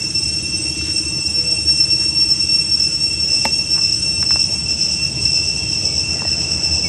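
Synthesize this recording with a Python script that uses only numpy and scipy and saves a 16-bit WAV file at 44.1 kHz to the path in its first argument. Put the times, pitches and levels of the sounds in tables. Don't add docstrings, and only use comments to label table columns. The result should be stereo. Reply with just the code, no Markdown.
import sys
import numpy as np
from scipy import signal
from scipy.fft import irfft, next_fast_len
from scipy.io import wavfile
from scipy.ndimage import uniform_filter1d

SR = 44100
rng = np.random.default_rng(int(sys.argv[2]) if len(sys.argv) > 2 else 0)


def invert_db(x):
    u = np.asarray(x, float) / 20
    return 10 ** u


def generate_wav(sig):
    pcm = np.round(np.clip(np.atleast_2d(sig).T, -1, 1) * 32767).astype(np.int16)
    wavfile.write(sys.argv[1], SR, pcm)


N = 303408
T = np.arange(N) / SR


def evened(x):
    return x / np.sqrt(np.mean(x ** 2) + 1e-20)


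def curve(points):
    return np.interp(T, *np.transpose(points))


def read(points, hz):
    f, value = np.transpose(points)
    return np.interp(np.log(hz + 1), np.log(f + 1), value)


def sides(x, pan_db):
    return np.array([x * invert_db(pan_db / 2), x * invert_db(-pan_db / 2)])


def add(mix, s, sound):
    part = mix[:, round(s * SR):][:, :sound.shape[1]]
    part += sound[:, :part.shape[1]]


def drift(hz):
    f = np.fft.rfftfreq(next_fast_len(N), 1 / SR)
    z = rng.standard_normal((len(f), 2)) @ [1, 1j]
    return evened(irfft(z * np.exp(-(f / hz) ** 2))[:N])


def ring(x, hz, width):
    return signal.lfilter(*signal.iirpeak(hz, hz / width, SR), x)


def ring_twice(x, hz, width, second_width):
    return ring(ring(x, hz, width), hz, second_width)


def forest(x, t60=0.8, shared=0.57):
    t = np.arange(SR) / SR
    signs = rng.choice([-1., 1.], (3, SR))
    taps = signs * (rng.random((3, SR)) < .05) * invert_db(-60 * t / t60)
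    taps = shared * taps[2] + np.sqrt(1 - np.clip(shared, 0, 1) ** 2) * taps[:2]
    return signal.fftconvolve(x[None], taps / np.linalg.norm(taps[0]), axes=1)[:, :N]


# f/Hz, level/dB per Hz
AIR_SPECTRUM = [(40, -23.5), (74, -1), (100, -5.5), (150, -4.5), (260, -15), (600, -22), (1200, -31),
                (2000, -33), (3000, -28), (4000, -35.5), (5400, -28), (7800, -23), (9000, -42),
                (11500, -56), (14000, -85)]
# f/Hz, left-right likeness [0-1]
COHERENCE = [(60, .996), (200, .992), (500, .97), (1500, .85), (4500, .9), (13000, .2)]
# t/s, level/dB
TRAFFIC_APPROACH = [
    (0, -2),
    (1.6, -2),
    (2.9, -2.5),
    (3.6, -2),
    (4.4, 0),
    (5.4, 1),
    (6.2, 3),
    (6.88, 5.5),
]


def air():
    hop = 512
    frames, hz = N // hop + 5, np.fft.rfftfreq(2048, 1 / SR)
    a, b, c, d, patches = rng.standard_normal((frames, 1025, 5)).T
    patches = evened(uniform_filter1d(uniform_filter1d(patches, 20, 0), 6, 1))

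    near_db = np.interp(np.arange(frames) * hop / SR, *np.transpose(TRAFFIC_APPROACH))
    gust_db = 0.5
    swells = []
    for share in (0.27, 0.35, 1.14):
        swells.append(share * near_db + gust_db * np.resize(drift(2.5)[::hop], frames))
    reach = [np.interp(hz, [90, 190, 650, 1600], row) for row in np.eye(4)[:3]]

    same = np.clip(read(COHERENCE, hz), -1, 1)[:, None]
    left = a + 1j * b
    right = same * left + np.sqrt(1 - same ** 2) * (c + 1j * d)
    level_db = read(AIR_SPECTRUM, hz)[:, None] + np.transpose(reach) @ swells
    level_db = level_db + 1.75 * patches * (hz[:, None] > 300)
    z = np.array([left, right]) * invert_db(level_db)
    return invert_db(-30.0) * evened(signal.istft(z, nperseg=2048, noverlap=1536)[1][:, :N])


# t/s, level/dB
IDLE_LOAD = [
    (0.0, -33),
    (0.04, -37),
    (0.61, -36),
    (3.79, -39),
    (3.87, -56),
    (3.98, -31),
    (4.83, -38.5),
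    (6.86, -30),
    (6.88, -40),
]


def hum():
    line = ring(ring(rng.standard_normal(N), 77.8, 18.45), 76, 10.3)
    return evened(line) * invert_db(curve(IDLE_LOAD) - 1.5)


# t/s, firing rate/Hz, level/dB
PUTTERING = [
    (0, 18.6, -39),
    (1.002, 16.8, -37),
    (1.601, 14.1, -37.5),
    (2.399, 16.3, -41),
    (3.198, 16.2, -45),
    (4.2, 13.3, -44.5),
    (6.88, 12.9, -41.5),
]


def engine():
    s, rate, db = np.transpose(PUTTERING)
    firings = np.floor(np.cumsum(np.interp(T, s, rate)) / SR + .3)
    puffs = np.diff(firings, prepend=0) * invert_db(1.75 * drift(7.2))
    return evened(ring(ring(puffs, 314.0, 19.7), 331.6, 79)) * invert_db(np.interp(T, s, db))


# start t/s, length t/s, from f/Hz, to f/Hz, level/dB
BIRD_GLIDES = [
    (5.85, .135, 2450, 2150, -43),
    (5.9, .04, 2600, 2430, -44),
    (6.14, .09, 2250, 1780, -44),
    (6.235, .06, 1950, 1830, -40),
    (.705, .06, 2900, 3500, -43),
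    (6.838, .045, 2400, 2150, -31),
    (1.33, .25, 500, 480, -40),
    (1.48, .12, 648, 647, -43),
    (5.56, .22, 3400, 3110, -43),
]


def birds():
    out = np.zeros((2, N))
    for s, length, from_hz, to_hz, db in BIRD_GLIDES:
        u = np.linspace(0, 1, round(length * SR))
        glide = from_hz + (to_hz - from_hz) * u ** .55
        glide = glide * (1 + 0.0144 * drift(83)[:len(u)])
        tone = np.sin(2 * np.pi * np.cumsum(glide) / SR)
        add(out, s, sides(invert_db(db) * tone * signal.windows.tukey(len(u), .45), 0))
    return out


# t/s, length t/s, level/dB, centre f/Hz
LEAF_RUSTLES = [
    (0.715, .25, -41, 3400),
    (0.84, 0.1, -44, 1700),
    (1.996, 0.064, -43, 1500),
    (3.737, 0.077, -40, 1000),
    (5.6, .2, -50, 3150),
    (5.899, 1, -46, 1504),
]


def rustles():
    out = np.zeros((2, N))
    for s, length, db, hz in LEAF_RUSTLES:
        size = round(length * SR)
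        grains = rng.standard_normal(size) * invert_db(3 * rng.exponential(1, size).clip(0, 4))
        crackle = evened(ring_twice(grains, hz, hz, hz)) * signal.windows.tukey(size, .6)
        add(out, s, sides(invert_db(db) * crackle, -0.73))
    return out


# t/s, peak level/dB, centre f/Hz, width f/Hz, left-right level/dB
SMACKS = [(.812, -30, 1400, 714, 4), (1.692, -28, 1690, 900, -3), (3.758, -43, 892.4, 903, -29),
          (3.782, -26, 1100, 1210, -9), (4.2282, -15, 1300, 1497, -5), (4.308, -13.5, 1299, 1514, -7),
          (4.347, -39, 1410, 1200, -20), (4.359, -15.5, 730, 903, -4), (4.384, -48, 843, 613, -1),
          (6.22, -19.5, 926, 471.7, -5), (6.252, -19, 640, 297, -1)]


def smacks():
    out, click = np.zeros((2, N)), signal.unit_impulse(2000)
    for s, db, hz, width, pan_db in SMACKS:
        snap = ring_twice(click, hz, width, 0.88 * width)
        snap += .3 * np.roll(snap, round(.007 * SR))
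        add(out, s, sides(invert_db(db) * snap / abs(snap).max(), pan_db))
    return out


# t/s, level/dB
LIP_SLIPS = [
    (3.4522, -10.5),
    (3.4536, -2.5),
    (3.4548, -16),
    (3.457, -7.5),
]
# f/Hz, width f/Hz, level/dB
MOUTH = [(229.6, 39, 3.5), (550, 30, 0.5), (715, 230, 13.5), (882, 104, 10.5), (1156, 200, -39),
         (1650, 350, 10), (1910, 360, 10.5), (3240, 750, -25), (6000, 3000, -24)]


def lip_pop():
    out, click = np.zeros((2, N)), signal.unit_impulse(2000)
    pop = -sum(invert_db(db) * ring_twice(click, hz, width, 2 * hz) / width for hz, width, db in MOUTH)
    for s, db in LIP_SLIPS:
        add(out, s, sides(invert_db(db) * pop / abs(pop).max(), -1.2))
    noise = rng.standard_normal((3, round(.0055 * SR)))
    crack = (noise[2] + .6 * noise[:2]) * np.hanning(noise.shape[1])
    add(out, 3.451, invert_db(-20.5) * ring(crack, 6500, 7000))
    return out


def small_sounds():
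    out = birds() + rustles() + smacks() + lip_pop()
    return out + invert_db(-12.5) * forest(out.mean(0), t60=0.13, shared=0.25)


def tymbals(rate_hz, levels_db, uneven=0.046):
    k = np.arange(10, 51)
    lines = np.zeros((2, 2049), complex)
    lines[k % 2, k] = invert_db(np.interp(k / 2, np.arange(5, 26), levels_db))
    phases = np.exp(2j * np.pi * rng.random(lines.shape))
    cycles = irfft(lines * phases) * lines.shape[1] * np.sqrt(2)
    place = np.cumsum(rate_hz) / SR / 2 % 1 * cycles.shape[1]
    both, difference = (np.interp(place, np.arange(len(c)), c, period=len(c)) for c in cycles)
    return both + uneven * difference


# click rate f/Hz, level/dB, left-right level/dB
FAR_SINGERS = [
    (538.2, -3, 2),
    (539.6, 0, -3),
    (540.6, 0, 0),
    (541.8, -1, 3),
    (543.2, -3, -4),
]
FAR_MULTIPLES = [-38, -58.5, -60, -55, -50.5, -27.5, -39.5, -43.5, -56, -54, -34.5, -60, -66, -74, -77,
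                 -53.5, -86, -99, -99, -99, -73]
# f/Hz, width f/Hz, level/dB
FAR_HISS = [(2628, 110, -46), (5423, 240, -32), (7800, 500, -59)]
# t/s, level/dB
TREBLE_WANE = [
    (0, 0),
    (1.3, -1),
    (4, -3),
    (5.2, -7),
    (6.88, -10),
]


def chorus():
    out = np.zeros((2, N))
    for hz, db, pan_db in FAR_SINGERS:
        song = tymbals(hz * (1 + .0028 * drift(8.08) + 0.00193 * drift(61.0)), FAR_MULTIPLES)
        song *= invert_db(db - 5.5 + 3 * drift(7.7))
        song *= 1 + .1 * drift(200)
        left, right = sides(song, pan_db)
        out += [left, np.roll(right, round(pan_db))]
    low = signal.sosfiltfilt(signal.butter(4, 4000, fs=SR, output="sos"), out)
    out = low + (out - low) * invert_db(curve(TREBLE_WANE))
    hiss = np.zeros(N)
    for hz, width, db in FAR_HISS:
        hiss += invert_db(db) * evened(ring_twice(rng.standard_normal(N), hz, width, width))
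    return invert_db(2) * out + invert_db(1.5) * forest(out.mean(0) + hiss, shared=1.0)


# f/Hz, width f/Hz, level/dB
AIR_SACS = [(2585, 683, -14.5), (5328, 305, 2), (5700, 75, -1), (5886, 108, -7), (6460, 300, -17),
            (7940, 610, -12), (10480, 596, -35), (13387, 900, -57)]


def sacs(x):
    return sum(invert_db(db) * ring_twice(x, hz, width, 0.52 * width) for hz, width, db in AIR_SACS)


# t/s, level/dB of the tenth multiple, click rate f/Hz
WARMUP_THROBS = [(0.018, -27, 536.8), (0.101, -27, 538.2), (0.175, -16.5, 539.2), (0.271, -21.5, 536.8),
                 (0.362, -19.5, 540.3), (0.458, -29, 542), (0.571, -36, 541), (0.691, -24, 544.6),
                 (0.789, -42, 537.7), (0.899, -17.5, 542.4), (0.984, -22, 537.7), (1.081, -36, 538.2),
                 (1.171, -19.5, 540.7), (1.273, -23, 536.6), (1.391, -12, 540.6), (1.521, -12, 543)]
# start t/s, length t/s, level/dB, fade level/dB by the last throb, rasp [0-1]
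SONG_PHRASES = [(1.706, 0.33, -10, -5.5, 0.11), (2.209, 0.33, -11.5, -2, 0.16), (2.737, 0.3, -11, -5, 0.29),
                (3.229, 0.32, -13.5, -0.5, .4), (3.742, 0.3, -13.5, -4, 0.51), (4.22, 0.31, -15, -1, 0.56),
                (4.712, 0.33, -15.5, -1, 0.67), (5.249, .329, -15.5, -2.5, .75), (5.727, 0.39, -17, -1, .8),
                (6.308, 0.34, -19.5, 0.5, .95), (6.753, 0.28, -18.5, -6.5, 0.99)]
# place [0-1], clear click rate f/Hz, resistance to rasp [exponent],
# left-right level/dB, other multiples level/dB
PHRASE_BEATS = [
    (0, 543.7, 1.8, -5, -36),
    (.33, 539, 1, -2.5, -32),
    (.64, 545, .85, -2.5, -34),
    (1, 544, 2.6, -6.5, -30),
]


def throbs():
    rows = [(s, db, hz, 0.099, 0, -34.5) for s, db, hz in WARMUP_THROBS]
    sag_hz = 10.5
    for start, length, db, fade_db, rasp in SONG_PHRASES:
        for place, hz, resist, pan_db, others_db in PHRASE_BEATS:
            own = np.clip(rasp, 0, 1) ** resist
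            s = start + place * length
            rows.append((s, db + place * fade_db, hz - sag_hz * own, own, pan_db, others_db))
    return np.transpose(rows)


NEAR_MULTIPLES = [-40.5, -59, -58.5, -60.5, -75, -91, -42.5, -45.5, -51.5, -54, -40.5, -49.5, -62.5, -78,
                  -63.5, -68, -67, -109, -110, -109, -78]


def soloist():
    s, db, hz, rasp, pan_db, others_db = throbs()
    nearest = np.searchsorted((s[1:] + s[:-1]) / 2, T)
    since = T - s[nearest]
    swell = np.exp(-abs(since / 0.035) ** 1.63)
    rate = uniform_filter1d(hz[nearest], 3000) * (1 + 0.001308 * drift(25.4))
    pan_db, db, others_db = (uniform_filter1d(c[nearest], 1200) for c in (pan_db, db, others_db))
    rasp = np.clip(rasp[nearest], 0, .95) * np.clip(1 + since / 0.82, 0, 2)
    rasp = uniform_filter1d(rasp, 600).clip(0, .97)
    clear = np.sqrt(1 - rasp ** 2)

    turns = 2 * np.pi * np.cumsum(rate) / SR
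    tenth = np.sqrt(2) * np.sin(10 * turns) * clear * (0.14 + 0.57 * swell)
    half = np.sin(10.5 * turns) * invert_db(-25) * (0.18 + rasp) * swell
    others = tymbals(rate, NEAR_MULTIPLES, 0.074 + 0.68 * rasp) * invert_db(others_db + 37.5)
    others *= clear ** 3 * (0.39 + 0.45 * swell)

    burst = np.cumsum(80 * (1 + 0.086 * drift(15))) / SR % 1
    sagging = rate * (1 + 0.047 * uniform_filter1d(.5 - burst, 60) + 0.00999 * drift(156.0))
    clicks = tymbals(sagging, np.zeros(21), 0.5) * np.exp(-burst / .5)
    bursts = (0.013 + rasp) * (0.34 + 0.45 * swell) * evened(sacs(clicks))

    main = invert_db(db) * (tenth + half + bursts)
    direct = invert_db(1.12) * sides(main, pan_db) + sides(others, -0.31)
    return direct + invert_db(-3.0) * forest(main + others, t60=0.53, shared=0.53)


def scene():
    return air() + hum() + engine() + small_sounds() + chorus() + soloist()


def low_pass(x):
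    return signal.sosfilt(signal.butter(12, 14100, fs=SR, output="sos"), x)


def record(dry):
    cut = signal.sosfilt(signal.butter(7, 58, "high", fs=SR, output="sos"), dry)
    return low_pass(np.clip(cut, -1, 1))


dry = scene()
out = record(dry)
generate_wav(out)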